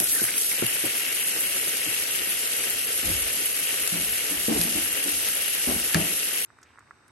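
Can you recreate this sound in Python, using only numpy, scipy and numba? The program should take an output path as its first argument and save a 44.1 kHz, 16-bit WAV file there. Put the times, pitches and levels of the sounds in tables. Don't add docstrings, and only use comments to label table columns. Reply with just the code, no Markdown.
import sys
import numpy as np
from scipy import signal
from scipy.fft import rfft, irfft
from scipy.io import wavfile
from scipy.ndimage import uniform_filter1d
from numba import njit

SR = 44100
rng = np.random.default_rng(int(sys.argv[2]) if len(sys.argv) > 2 else 0)


def attenuation_scalar(level_db):
    decades = np.asarray(level_db, float) / 20
    return 10 ** decades


def wav_out(sig):
    wavfile.write(sys.argv[1], SR, np.round(np.clip(np.atleast_2d(sig).T, -1, 1) * 32767).astype(np.int16))


N = 313545
TIME = np.arange(N) / SR
HZ = np.fft.rfftfreq(N, 1 / SR)

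# (time [s], plunge [0-1], air pocket pitch [Hz])
STREAM_PLUNGE = [(0.0, 0.66, 2250), (0.07, 0.2, 2250), (0.18, .1, 1800), (0.23, 0.45, 1990),
                 (0.33, .95, 2300), (0.39, .4, 2490), (0.45, .05, 2330), (0.55, 0.7, 2350),
                 (0.68, 1.1, 2500), (0.75, 0.97, 2530), (2.6, 0.96, 2560), (3.5, 1.02, 2690),
                 (4.1, 0.93, 2710), (5.6, .9, 2550), (5.8, 0.98, 2300), (5.89, .6, 1900), (5.96, 1.1, 1720),
                 (6.05, 0.92, 2550)]
# (frequency [Hz], left level [dB per Hz], right minus left [dB], likeness [0-1])
SPRAY_COLOUR = [(40, -38, 20, 0.9), (182, -19.5, 2, 1), (445, -9.5, -1.5, 0.86), (1023, -23, -4, 0.5),
                (1360, -12.5, -4.5, 0.22), (2960, -10.5, -4.5, 0.4), (4340, -14, 1, 0),
                (5700, -9, -4, 0.12), (7230, -13, -1, 0.14), (8430, -12, -1.5, 0.5), (11030, 2.5, -55, 0.3),
                (11274, 0, -26, 0.7), (14000, -24.5, 13.5, 0.06), (14500, -28, 20, 0.66)]
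# (time [s], peak [dB])
SPRAY_SPITS = [(0.001, -14.5), (0.042, -18), (0.24, -15.5), (0.3797, -21), (0.6647, -16), (1.126, -21.5),
               (2.157, -23), (2.474, -32), (2.928, -25), (3.8757, -13), (4.4947, -33.5), (4.6134, -12.5),
               (4.9277, -27), (5.0404, -21.5), (5.09, -17), (5.2863, -19), (5.4817, -26.5), (5.5495, -13),
               (5.7994, -20), (5.9448, -9), (6.198, -19.5)]
# (time [s], peak [dB], pitch [Hz], t60 [s])
SPLASH_PUFFS = [(0.1294, -28, 1880, 0.18), (0.1594, -27, 1800, 0.084), (0.189, -27, 1560, 0.08),
                (0.281, -27, 1590, 0.068), (0.2882, -25, 2200, 0.08), (0.3641, -26, 2640, 0.086),
                (0.5167, -26, 2160, 0.14), (0.6215, -23.5, 1400, 0.031), (5.945, -18, 2250, 0.065),
                (5.945, -21.5, 4300, .04), (5.947, -20, 1300, .05)]
# (frequency [Hz], width [Hz], level [dB])
SHELL_HOLLOWS = [(1920, 120, -8), (2190, 87, -6), (2752, 214, -3), (3197, 120, -8.5)]
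# (time [s], peak [dB], pitch [Hz], t60 [s])
SHELL_CLICKS = [
    (0.1602, -27, 1860, 0.014),
    (0.181, -28, 1510, 0.024),
    (0.289, -22, 2220, 0.011),
    (0.517, -19, 2180, 0.011),
    (0.6264, -21, 2710, 0.0085),
    (4.4944, -46, 2730, 0.012),
    (5.946, -6, 1670, 0.01),
    (5.9462, -18, 4800, 0.006),
    (5.9528, -17, 1740, 0.012),
    (6.231, -24, 2770, 0.019),
]
# (frequency [Hz], width [Hz], level [dB])
BASIN_MODES = [(172, 14, -2.5), (226, 47, -1), (245, 20.6, -1.5), (294.6, 29, 1.5), (350, 50, -1),
               (419, 59, -13), (535, 15, -6.5), (678, 265, -9)]
# (time [s], peak [dB], ring [Hz], ring t60 [s], shake re ring [dB])
STEEL_KNOCKS = [(0.016, -27, 602, 0.12, -11), (3.027, -30.5, 271, 0.2, 2.5), (3.069, -26, 168, 0.28, -6),
                (3.919, -23.5, 174, 0.48, -7.5), (4.307, -28, 287, 0.33, -3), (4.478, -18, 226, 0.38, -4),
                (4.479, -16, 486, 0.14, -20), (4.509, -16.5, 303, 0.16, -10), (4.549, -24, 460, 0.12, -24),
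                (4.558, -15, 440, 0.062, -9), (4.589, -18.5, 172, 0.25, -17),
                (4.648, -24.5, 230, 0.38, -11), (4.748, -24.5, 304, 0.26, -1.5),
                (5.047, -28.5, 290.4, 0.39, -2.5), (5.669, -19, 251.5, 0.3, 0.5),
                (5.759, -25, 222, 0.12, -13), (5.949, -9, 166, 0.24, -6.5), (6.009, -28, 183, 0.52, -15)]
# (time [s], peak [dB], ring [Hz], ring t60 [s], shake re ring [dB])
COLANDER_BUMPS = [
    (0.001, -24, 350, 0.044, 7.5),
    (0.2135, -21, 345, 0.059, 0),
    (0.620, -12.5, 365, 0.052, -2),
    (0.835, -21.5, 358, 0.086, 2),
    (1.783, -36, 396, 0.055, -12),
    (1.865, -26, 303, 0.068, -5),
]
# (frequency [Hz], lead of the right [turns])
BASIN_ECHOES = [(60, -0.094), (500, -0.082), (950, -0.35), (1900, -0.012), (2500, -0.24), (2900, -0.018),
                (3300, -1), (3600, 1), (4000, -1.3), (4400, -0.49), (5300, -0.68), (6000, -0.51),
                (8600, 0.28)]
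# (time [s], peak [dB], t60 [s])
HAND_JOLTS = [
    (0.0, -51, .6),
    (0.6, -47, 0.18),
    (3.04, -29, 0.66),
    (3.98, -40, 0.57),
    (4.35, -41, .3),
    (4.54, -28.5, 0.39),
    (4.74, -45.5, 0.92),
    (5.1, -44, 0.42),
    (5.675, -28.5, 0.43),
    (5.935, -28, 0.37),
]
# (time [s], level [dB])
SIMMER_LEVEL = [
    (6.46, -60),
    (6.584, -46),
    (7.11, -49),
]
# (time [s], peak [dB], pitch [Hz], t60 [s], left minus right [dB])
POT_POPS = [(6.483, -54, 860, 0.01, -2.0), (6.503, -45, 1350, 0.012, -6), (6.587, -43, 1400, 0.012, -2.5),
            (6.617, -48, 1800, 0.012, -2.5), (6.629, -46, 1600, 0.012, -3.0),
            (6.735, -55, 1270, 0.012, 0.0), (6.757, -51, 1060, 0.012, 3), (6.775, -45, 1300, 0.012, -1.5),
            (6.786, -38.5, 1310, 0.014, -5), (6.807, -46, 1350, 0.012, -2), (6.869, -60, 1700, 0.012, -1),
            (6.909, -34.5, 1296, 0.013, -5), (7.025, -56, 1400, 0.012, -2.5), (7.064, -52, 1070, 0.012, 2)]
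# (time [s], peak [dB], pitch [Hz], t60 [s])
POT_FIZZES = [(6.5869, -52, 8240, 0.02), (6.6154, -50, 8070, 0.02), (6.629, -40, 6100, 0.037),
              (6.7915, -47, 7700, 0.022), (7.0798, -43.5, 9280, 0.02), (6.6494, -53, 2400, 0.22),
              (6.6794, -53, 2380, 0.2), (6.7094, -61, 2750, 0.22)]
# (frequency [Hz], level [dB per Hz])
HUSH_COLOUR = [(24, -30), (60, -1), (105, 3.5), (180, -13), (260, -5.5), (650, -15), (1400, -9.5),
               (2600, -17.5), (3300, -28), (5000, -23), (7000, -34), (8100, -18), (9000, -29), (12000, -38)]
# (frequency [Hz], width [Hz], level [dB])
GAS_WHISTLE = [(3720, 90, 0), (5900, 400, -7)]
# (frequency [Hz], turn [turns])
PORT_SPREAD = [(8600, 0.13), (9150, .21), (9800, 0.39), (10300, 0.53), (10900, 0.68), (11500, 0.83),
               (11900, 0.93)]
# (frequency [Hz], share of mid [0-1], share of side [0-1])
EMPTY_PATCHES = [(3000, 0.046, 0), (3690, 0.13, .02), (4100, 0.019, .2), (4630, .1, 0), (5380, .16, .02),
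                 (6360, 0.047, 0.31), (7310, 0.19, 0.3), (7920, 0, .12), (8490, 0.1, 0.16), (9490, 0.02, 0),
                 (9795, .8, 0), (10220, 0.96, 0), (10500, 0.0097, 0), (12400, 0.087, 0),
                 (11900, 0.073, 0.87), (13150, 0.19, 0.7), (13280, 0.8, 0.61), (13600, .93, .97),
                     (14240, .93, 0.97), (14900, .25, 0.95), (15440, .35, 0.91), (15800, 0.65, 1)]

SPRAY_DB, GLANCING_SPRAY_DB, GLANCING_GURGLE_DB = -34.5, 4, -16
WOBBLE, WOBBLE_PER_S, POCKET_DRIFT = 0.088, 14, .035
BUMP_BODY_DB, KNOCK_BODY_DB = -12.5, -33
RIGHT_LAG_S = .00048
HAND_DB, HAND_SWING_DB, JOLT_RISE_S = -61, 3, 0.024
CHANGE_S = 6.449
POT_DB = -61
TOP_HZ, TOP_LOST_S = 15800, (5.83, 6.03)
HOLES_FADE_S, HOLES_LEFT = 4.2, .3
FRAME, FRAME_START, PATCH = 1024, 471, 16


def curve(table):
    s, *columns = np.transpose(table)
    return [np.interp(TIME, s, c) for c in columns]


def over_hz(table):
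    hz, *columns = np.transpose(table)
    return [np.interp(np.log(HZ + 1), np.log(hz), c) for c in columns]


def level(x, db):
    return x * attenuation_scalar(db) / np.sqrt(np.mean(x ** 2))


def resonate(x, modes):
    gain = 0
    for k, (hz, width, db) in enumerate(modes):
        gain = gain + (-1) ** k * attenuation_scalar(db) / (1 + 2j * (HZ - hz) / width)
    return irfft(rfft(x) * gain, N)


def walk(rate):
    hold = int(SR / rate)
    steps = np.repeat(rng.standard_normal(N // hold + 1), hold)
    return 0.85 * uniform_filter1d(uniform_filter1d(steps, hold), hold)[:N]


def patter(per_s, scatter_db):
    hit = rng.random((2, N)) < per_s / SR
    rarity = np.minimum(rng.exponential(size=(2, N)), 3)
    return level(hit * rng.standard_normal((2, N)) * attenuation_scalar(scatter_db * rarity), 0)


def blend(pair, likeness, in_basin=True):
    a, b = rfft(pair)
    c = np.clip(likeness, 0, 1)
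    turn = np.exp(2j * np.pi * in_basin * over_hz(BASIN_ECHOES)[0])
    return np.array([a, c * a * turn + np.sqrt(1 - c ** 2) * b])


@njit
def ring(start, hz, t60, glide, left, right):
    out = np.zeros((2, N))
    for k in range(len(start)):
        length = int(t60[k] * SR)
        p = np.exp((2j * np.pi * hz[k] - np.log(1000) / t60[k]) / SR)
        q = np.exp(2j * np.pi * hz[k] * glide[k] / SR / length)
        z = 1. + 0j
        for i in range(start[k], min(start[k] + length, N)):
            out[0, i] += left[k] * z.imag
            out[1, i] += right[k] * z.imag
            z *= p
            p *= q
    return out


def rings(s, db, hz, t60, glide, pan_db):
    one = np.ones(len(s))
    start = (s * SR).astype(np.int64)
    left, right = attenuation_scalar(db + pan_db / 2) * one, attenuation_scalar(db - pan_db / 2) * one
    return ring(start, hz * one, np.maximum(t60, .002) * one, glide * one, left, right)


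def burst(s, db, t60, rise):
    t = np.maximum(TIME - s, 0)
    return attenuation_scalar(db - 60 * t / t60) * (1 - np.exp(-t / rise))


def puffs(events, width):
    out = 0
    for s, db, hz, t60 in events:
        breath = level(resonate(rng.standard_normal(N), [(hz, width * hz, 0)]), -5.5)
        out = out + burst(s, db, t60, rise=0.031 * t60) * breath
    return out


def bubbles(per_s, hz, spread, cycles, scatter_db, pan_db):
    s = np.cumsum(rng.exponential(size=20000)) / per_s
    chance = rng.standard_normal((20000, 3))[s < N / SR].T
    s = s[s < N / SR]
    pitch = np.clip(np.interp(s, TIME, hz) * np.exp(spread * chance[0]), 50, SR / 3)
    return level(rings(s, scatter_db * chance[1], pitch, cycles / pitch, 0.94, pan_db + 5 * chance[2]), 0)


def from_left(pair):
    return irfft(rfft(pair) * np.exp(-2j * np.pi * HZ * np.array([[0], [RIGHT_LAG_S]])), N)


def sink():
    flow_db, gurgle_db, pocket_hz = stream()
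    water = spray(flow_db, gurgle_db) + gurgle(pocket_hz) * attenuation_scalar(flow_db + gurgle_db - 0.5)
    splashes = puffs(SPLASH_PUFFS, width=0.076) * attenuation_scalar(np.array([[2.5], [-2.5]]))
    return water + splashes + drumming() * attenuation_scalar(flow_db) + knocks() + clicks() + rumble() * hand() * attenuation_scalar(3.0)


def stream():
    plunge, pocket_hz = curve(STREAM_PLUNGE)
    glance = 1 - plunge + WOBBLE * walk(WOBBLE_PER_S)
    flow_db = SPRAY_DB + GLANCING_SPRAY_DB * glance
    return flow_db, GLANCING_GURGLE_DB * glance, pocket_hz * (1 + POCKET_DRIFT * walk(6))


def spray(flow_db, gurgle_db):
    left_db, lean_db, likeness = over_hz(SPRAY_COLOUR)
    spits = np.zeros(N)
    for s, db in SPRAY_SPITS:
        spits += burst(s, db + 36, t60=.01, rise=.0004)
    hiss = rng.standard_normal((2, N)) * (1 + spits / attenuation_scalar(flow_db + 41))
    drops = hiss + attenuation_scalar(-2.0) * patter(4500., scatter_db=2.5)
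    colour = blend(drops, likeness) * attenuation_scalar(left_db + np.array([0 * lean_db, lean_db]))
    shares = over_hz(np.column_stack([[400, 2000, 5500, 10500], np.eye(4)]))
    slow_dbs, quick_dbs = [3.44, 1.6, 1.2, 1.1], [0.91, 1.5, 1.9, 1.62]
    lifts = [0.47, 0.26, 0.087, 0]
    out = 0
    for share, slow_db, quick_db, lift in zip(shares, slow_dbs, quick_dbs, lifts):
        flicker_db = slow_db * walk(45) + quick_db * walk(140) + lift * gurgle_db
        out = out + irfft(colour * np.sqrt(share), N) * attenuation_scalar(flicker_db)
    return level(out, 8.01) * attenuation_scalar(flow_db)


def gurgle(centre_hz):
    settled = np.clip((TIME - .33) / .25, 0, 1)
    strikes = irfft(blend(patter(1500., scatter_db=0.5) * attenuation_scalar(2.0 * walk(25.06)), 0.14), N)
    hollows = level(resonate(strikes, SHELL_HOLLOWS) * attenuation_scalar(np.array([[3.], [-3.]])), 0)
    air = bubbles(700., centre_hz, spread=.22, cycles=28., scatter_db=2.8, pan_db=5.)
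    return settled * hollows + attenuation_scalar(-0.5 - 4.5 * settled) * air


def drumming():
    return level(resonate(irfft(blend(patter(400., scatter_db=3.5), .8), N), BASIN_MODES), -20)


def knocks():
    s, db, hz, t60, shake_db = np.transpose(COLANDER_BUMPS + STEEL_KNOCKS)
    body_db = np.repeat([BUMP_BODY_DB, KNOCK_BODY_DB], [len(COLANDER_BUMPS), len(STEEL_KNOCKS)])
    s = s + 0.00305
    shake = sum(burst(a, b, 1.7 * c, rise=.006) for a, b, c in zip(s, db + shake_db - 3, t60))
    basin = level(resonate(irfft(blend(rng.standard_normal((2, N)), .8), N), BASIN_MODES), -5)
    body = rings(s + .013, db + body_db + 6, 130., .12, -.2, -1.5)
    side_db = np.where(s < 1, -7., -14.)
    blows = 0
    for ratio, more_db in [(1, -3.5), (1.2, side_db), (.68, side_db)]:
        blows = blows + rings(s, db + more_db, ratio * hz, t60, -0.055, 0.95)
    blows = rfft(blows) * (1j * HZ / (110 + 1j * HZ)) ** 2 / (1 + 1j * HZ / 900) ** 3
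    body = rfft(body) * (1j * HZ / (70 + 1j * HZ)) ** 2 / (1 + 1j * HZ / 150) ** 2
    return from_left(irfft(blows + body, N)) + shake * basin


def clicks():
    s, db, hz, t60 = np.transpose(SHELL_CLICKS)
    return from_left(rings(s, db, hz, t60, 0.089, 3.0))


def rumble():
    colour_db = over_hz([(15, -34), (45, 1.0), (75, -3.5), (110, -8.5), (200, -52.5)])[0]
    deep = blend(rng.standard_normal((2, N)), 1.0) * attenuation_scalar(colour_db)
    return level(irfft(deep, N) * attenuation_scalar(2.0 * walk(14)), 0)


def hand():
    jolts = sum(burst(s, db, t60, JOLT_RISE_S) for s, db, t60 in HAND_JOLTS)
    return attenuation_scalar(HAND_DB + HAND_SWING_DB * walk(7)) + jolts


def pot():
    simmer = bubbles(240.0, np.full(N, 1350.), spread=0.29, cycles=19.0, scatter_db=-1.5, pan_db=-4.0)
    simmer = simmer * attenuation_scalar(curve(SIMMER_LEVEL)[0] - 17.5)
    fizzes = puffs(POT_FIZZES, width=0.26)
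    return irfft(rfft(simmer + pops() + fizzes + burner()) * (HZ < 12200), N)


def pops():
    s, db, hz, t60, pan_db = np.transpose(POT_POPS)
    skins = 0
    for ratio, more_db in [(.87, -5), (1.05, -6), (1.26, -4), (1.48, -6)]:
        skins = skins + rings(s, db + more_db, ratio * hz, t60, .15, pan_db)
    skins = resonate(resonate(skins, [(1450, 900, 1)]), [(1450, 900, 3)])
    return skins + resonate(skins, [(1330, 50, -5), (1600, 50, -4), (1950, 60, -5)])


def burner():
    likeness = over_hz([(100, .92), (700, 0.56), (2600, 0.19)])[0]
    air = blend(rng.standard_normal((2, N)), likeness, in_basin=False)
    hush = level(irfft(air * attenuation_scalar(over_hz(HUSH_COLOUR)[0]), N), POT_DB + 1.0)
    return hush + level(resonate(rng.standard_normal((2, N)), GAS_WHISTLE), POT_DB - 14.0)


def ports(dry):
    left, right = rfft(dry)
    shared = np.clip((HZ - 8300) / 600, 0, .93)
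    turned = left * np.exp(2j * np.pi * over_hz(PORT_SPREAD)[0])
    right = shared * turned + np.sqrt(1 - shared ** 2) * right
    return irfft(np.array([left, right]), N)


def scene():
    after = np.clip((TIME - CHANGE_S) / 0.001, 0, 1)
    fade_up = np.clip(0.6 + (TIME - CHANGE_S) / 0.15, 0, 1)
    return ports(sink()) * (1 - after) + ports(pot()) * after * fade_up


def kept_patches(cells, s, hz):
    chance = rng.standard_normal((2, len(s), len(hz)))
    chance = (chance + .7 * np.roll(chance, 1, axis=1) + .4 * np.roll(chance, 1, axis=2)) / 1.28
    at, *shares = np.transpose(EMPTY_PATCHES)
    share = np.array([np.interp(hz, at, c) for c in shares])[:, None]
    boom = uniform_filter1d(np.abs(cells[0, :, :28]).mean(axis=1), size=8)[:, None]
    lost = np.clip(.15 * (boom / np.median(boom) - 1.3), 0, .4)
    lost = lost + (s > TOP_LOST_S[0]) * (s < TOP_LOST_S[1])
    share = (share + (hz > 13300) * lost) * np.where((hz < 6500) & (s > HOLES_FADE_S), HOLES_LEFT, 1)
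    share = share * (hz > 3100) * ((hz > 9000) | (s < CHANGE_S))
    return (.5 + .5 * np.tanh(.85 * chance) > share) * (hz < TOP_HZ)


def top_cut(x):
    return signal.sosfilt(signal.butter(12, 17080, fs=SR, output="sos"), x)


def record(dry):
    sound = irfft(rfft(dry) * (1j * HZ / (45 + 1j * HZ)) ** 3, N)
    pair = np.array([sound[0] + sound[1], sound[0] - sound[1]]) / 2
    pair = np.pad(pair, ((0, 0), (2 * FRAME - FRAME_START, 2 * FRAME)))
    at_sample = np.arange(pair.shape[1] // FRAME - 1)[:, None] * FRAME + np.arange(2 * FRAME)
    phase = np.outer(np.arange(2 * FRAME) + (FRAME + 1) / 2, np.arange(FRAME) + .5)
    window = signal.windows.kaiser_bessel_derived(2 * FRAME, 4 * np.pi)[:, None]
    basis = np.cos(np.pi / FRAME * phase) * window * np.sqrt(2 / FRAME)
    cells = pair[:, at_sample] @ basis
    s = (at_sample[:, FRAME, None] - 2 * FRAME + FRAME_START) / SR
    hz = (np.arange(FRAME // PATCH) + .5) * PATCH * SR / 2 / FRAME
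    frames = cells * np.repeat(kept_patches(cells, s, hz), PATCH, axis=2) @ basis.T
    lapped = (frames[:, 1:, :FRAME] + frames[:, :-1, FRAME:]).reshape(2, -1)
    mid, side = lapped[:, FRAME - FRAME_START:][:, :N]
    return top_cut(np.array([mid + side, mid - side]))


dry = scene()
out = record(dry)
wav_out(out)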